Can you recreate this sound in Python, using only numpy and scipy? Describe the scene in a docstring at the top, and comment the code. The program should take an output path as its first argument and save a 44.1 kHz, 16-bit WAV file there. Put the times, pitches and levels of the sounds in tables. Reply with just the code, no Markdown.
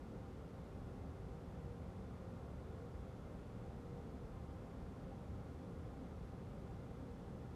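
"""Ventilated room

A quiet indoor space with the ventilation running, picked up by one microphone.
Moving air is noise coloured by the narrow resonances and nulls of duct and room: it rumbles and hisses.
Several bands swell; the strongest resonance, part noise and part wandering sine, sings as a soft drone.
The fan motor adds a faint hum and a thin whine, made of three sines."""
import sys
import numpy as np
from scipy.fft import rfft, irfft, next_fast_len
from scipy.io import wavfile
from scipy.ndimage import uniform_filter1d, map_coordinates

SR = 44100
rng = np.random.default_rng(int(sys.argv[2]) if len(sys.argv) > 2 else 0)


def unload_wav(signal):
    """Save mono or channel-first audio to the path in sys.argv[1] as 16-bit WAV at rate SR, clipped to [-1, 1]."""
    wavfile.write(
        sys.argv[1],
        SR,
        np.round(np.clip(np.atleast_2d(signal).T, -1, 1) * 32767).astype(np.int16),
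    )


N = 332955  # length in samples

# resting rms levels of the swelling bands, in dB
RUMBLE_DB, BOOM_DB, ROOM_MODE_DB = -55.5, -57, -64
DRONE_DB, OVERDRONE_DB, RUSH_DB = -68, -67, -68
# the sine within the drone: centre pitch, pitch wander, and its share of the drone's power (0 to 1)
DRONE_HZ, DRONE_WANDER_HZ, DRONE_TONE_SHARE = 473.4, 1.4, 0.72
TOP_HZ = 14500  # upper band limit of the recorder


def amp(db):
    """Decibels to amplitude gain."""
    return 10 ** (np.asarray(db) / 20)


def along(points, hz):
    """Join (Hz, value) points by straight lines on a log frequency axis."""
    point_hz, value = np.transpose(points)
    return np.interp(np.log(hz + 1), np.log(point_hz + 1), value)


def wobble(rate):
    """A smooth random curve through rate random knots a second."""
    knots = rng.standard_normal(int(N * rate / SR) + 4)
    return map_coordinates(knots, [np.arange(N) * rate / SR])


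def filtered(x, response):
    """Shape the spectrum of x by a gain that depends on frequency."""
    size = next_fast_len(N + SR // 2)  # padded so the end does not wrap onto the start
    hz = np.fft.rfftfreq(size, 1 / SR)
    return irfft(rfft(x, size) * response(hz), size)[:N]


def band(x, low_hz, high_hz):
    """The part of x between two frequencies, with sharp edges."""
    return filtered(x, lambda hz: (hz > low_hz) & (hz < high_hz))


def tone(hz, wander_hz):
    """A sine of rms 1 that wanders slightly in pitch, from a random starting phase."""
    turns = np.cumsum(hz + wander_hz * wobble(rate=8)) / SR + rng.random()
    return np.sqrt(2) * np.sin(2 * np.pi * turns)


def swelling(x, rest_db, swells):
    """Level a band slowly, then let it rise in bell-shaped swells; its fast flutter stays random."""
    t = np.arange(N) / SR
    # length_s spans the points where the lift is half its peak in dB
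    lift_db = sum(rise_db * 0.5 ** ((2 * (t - peak_s) / length_s) ** 2)
                  for peak_s, length_s, rise_db in swells)
    # two quarter-second averages in a row
    power = uniform_filter1d(uniform_filter1d(x ** 2, size=SR // 4), size=SR // 4)
    levelled = x / np.sqrt(np.abs(power) + 1e-20)
    return levelled * amp(rest_db + lift_db)


def duct_colour(hz):
    """The broad spectrum of turbulence, lifted at every resonance and notched at every null."""
    # air noise before resonances, nulls and band levelling: pitch_hz, density_db (per Hz)
    air_spectrum = [(20, -94), (30, -97.5), (36, -75.5), (130, -75.5), (200, -80), (330, -85), (520, -90.5),
                    (700, -93.5), (1400, -101.2), (1600, -103.1), (2700, -110.5), (6500, -118.6),
                    (11800, -124.9), (14400, -131.4)]
    # resonances of duct and room: centre_hz, half_width_hz, added_db (peak power added, relative to the air)
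    resonances = [(53.8, 1.8, 6), (75.4, 11, 7.5), (100, 2.7, 8.5), (181, 17.7, 3), (223.7, 6, 3),
                  (251, 2.7, 5), (261.6, 6, 11), (284, 4.6, 2), (300, 4.7, 2.5), (374.3, 4.5, 6.5),
                  (390.5, 10, 5), (411.7, 4.9, 6.5), (440.5, 6.5, 7.5), (476.7, 6, 15), (490, 4, 1.5),
                  (515, 5, 7.5), (525.6, 6.5, 13.5), (568.4, 5, 7.5), (596, 4.5, 8.5), (633, 8.2, 0.5),
                  (683.5, 8, 6.5), (711, 8, 1.5), (784.6, 25, 8.5), (877, 8, 3), (922, 6.5, 7.5),
                  (1040.4, 11, 7), (1112, 21, 3.5), (1190, 18, 2.5), (1215, 8, 5), (1252, 7.3, 5.5),
                  (1313, 16, 5.5), (1370, 9, 3), (1424, 35, 3), (2090, 16, 3.5), (3380, 38, 1.5),
                  (3520, 30, 3)]
    # room nulls at the microphone: centre_hz, half_width_hz, depth_db
    nulls = [(124.4, 2.1, 5), (209, 5, 0.5), (272, 3, 3.5), (307, 2.1, 1.5), (359, 5, 4.5), (408, 4, 4),
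             (426, 4.7, 3), (499, 3.4, 2.5), (548, 5.8, 1.5), (583, 4.5, 5), (661, 9, 2.5), (1078, 9, 3),
             (1180, 11, 3), (1260, 9.9, 2.5)]
    # half_width_hz off centre, a peak's added power or a null's depth in dB is down to a quarter
    added_power = sum(amp(added_db) ** 2 / (1 + ((hz - centre) / width) ** 2) ** 2
                      for centre, width, added_db in resonances)
    notch_db = sum(depth_db / (1 + ((hz - centre) / width) ** 2) ** 2
                   for centre, width, depth_db in nulls)
    return amp(along(air_spectrum, hz) - notch_db) * np.sqrt(1 + added_power)


def airflow():
    """Turbulence rings duct and room; six bands swell now and then while the hiss stays even."""
    # swells of each band: peak_s, length_s, rise_db
    rumble_swells = [(1.1, 0.39, 3.5), (1.818, 0.43, 4), (2.6, 0.52, 3), (2.98, 0.09, 3.5),
                     (4.42, 0.36, 2.8), (5.36, 0.12, 8.5), (5.793, 0.19, 5), (6.4, 0.5, 2.5)]
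    boom_swells = [(1.75, 0.85, 2.5), (3.937, 0.094, 5), (5.05, 0.26, 2.5), (5.72, 0.68, 1.5),
                   (6.55, .35, 3), (7.353, 0.12, 5)]
    room_mode_swells = [(.98, 0.23, 5), (1.966, 0.12, 6), (4.116, 0.11, 5.5), (4.87, 0.25, 5.5),
                        (5.58, 0.23, 5.5), (6.005, 0.11, 8), (7.044, 0.11, 8.5)]
    drone_swells = [(.15, .15, 4), (1.418, 0.15, 6), (1.686, 0.16, 9), (2.83, 0.07, 10), (3.88, 0.47, 7.5),
                    (5.68, 0.5, 3.5), (7.082, 0.45, 5)]
    overdrone_swells = [(.17, .25, 1), (1.7, 0.32, 2), (2.323, 0.15, 7), (2.9, 0.33, 3.5), (4.42, 0.15, 2),
                        (5.12, .35, 3), (5.8, 0.24, 3)]
    rush_swells = [(2.33, 0.44, 1.2), (2.9, .45, 0.5), (4.6, .6, 0.8)]

    turbulence = rng.standard_normal(N) * np.sqrt(SR / 2)  # unit power per Hz
    air = filtered(turbulence, duct_colour)
    rumble = band(air, 45, 115)
    boom = band(air, 125, 210)
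    room_mode = band(air, 240, 285)  # a low room resonance above the boom
    drone = band(air, 462, 486)  # the strongest duct resonance
    overdrone = band(air, 500, 548)  # a broader resonance just above the drone
    rush = band(air, 850, 1500)  # midrange
    even = air - rumble - boom - room_mode - drone - overdrone - rush

    breath = np.sqrt(1 - DRONE_TONE_SHARE) * drone / np.std(drone)
    singing = breath + np.sqrt(DRONE_TONE_SHARE) * tone(DRONE_HZ, DRONE_WANDER_HZ)

    return (even
            + swelling(rumble, RUMBLE_DB, rumble_swells)
            + swelling(boom, BOOM_DB, boom_swells)
            + swelling(room_mode, ROOM_MODE_DB, room_mode_swells)
            + swelling(singing, DRONE_DB, drone_swells)
            + swelling(overdrone, OVERDRONE_DB, overdrone_swells)
            + swelling(rush, RUSH_DB, rush_swells))


def motor():
    """Shaft turn, magnetic hum and whine: faint lines of steady level, each wandering in pitch."""
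    # motor lines: pitch_hz, level_db (rms), wander_hz
    motor_lines = [(58.6, -66, 0.13), (119.35, -63.5, 0.027), (2050, -96.5, 6)]
    return sum(amp(level_db) * tone(hz, wander_hz) for hz, level_db, wander_hz in motor_lines)


def scene():
    """Air and motor add up at one microphone."""
    return (airflow() + motor())[None]


def record(dry):
    """The recorder keeps nothing above its band limit."""
    return np.array([filtered(channel, lambda hz: hz < TOP_HZ) for channel in dry])


dry = scene()
out = record(dry)
unload_wav(out)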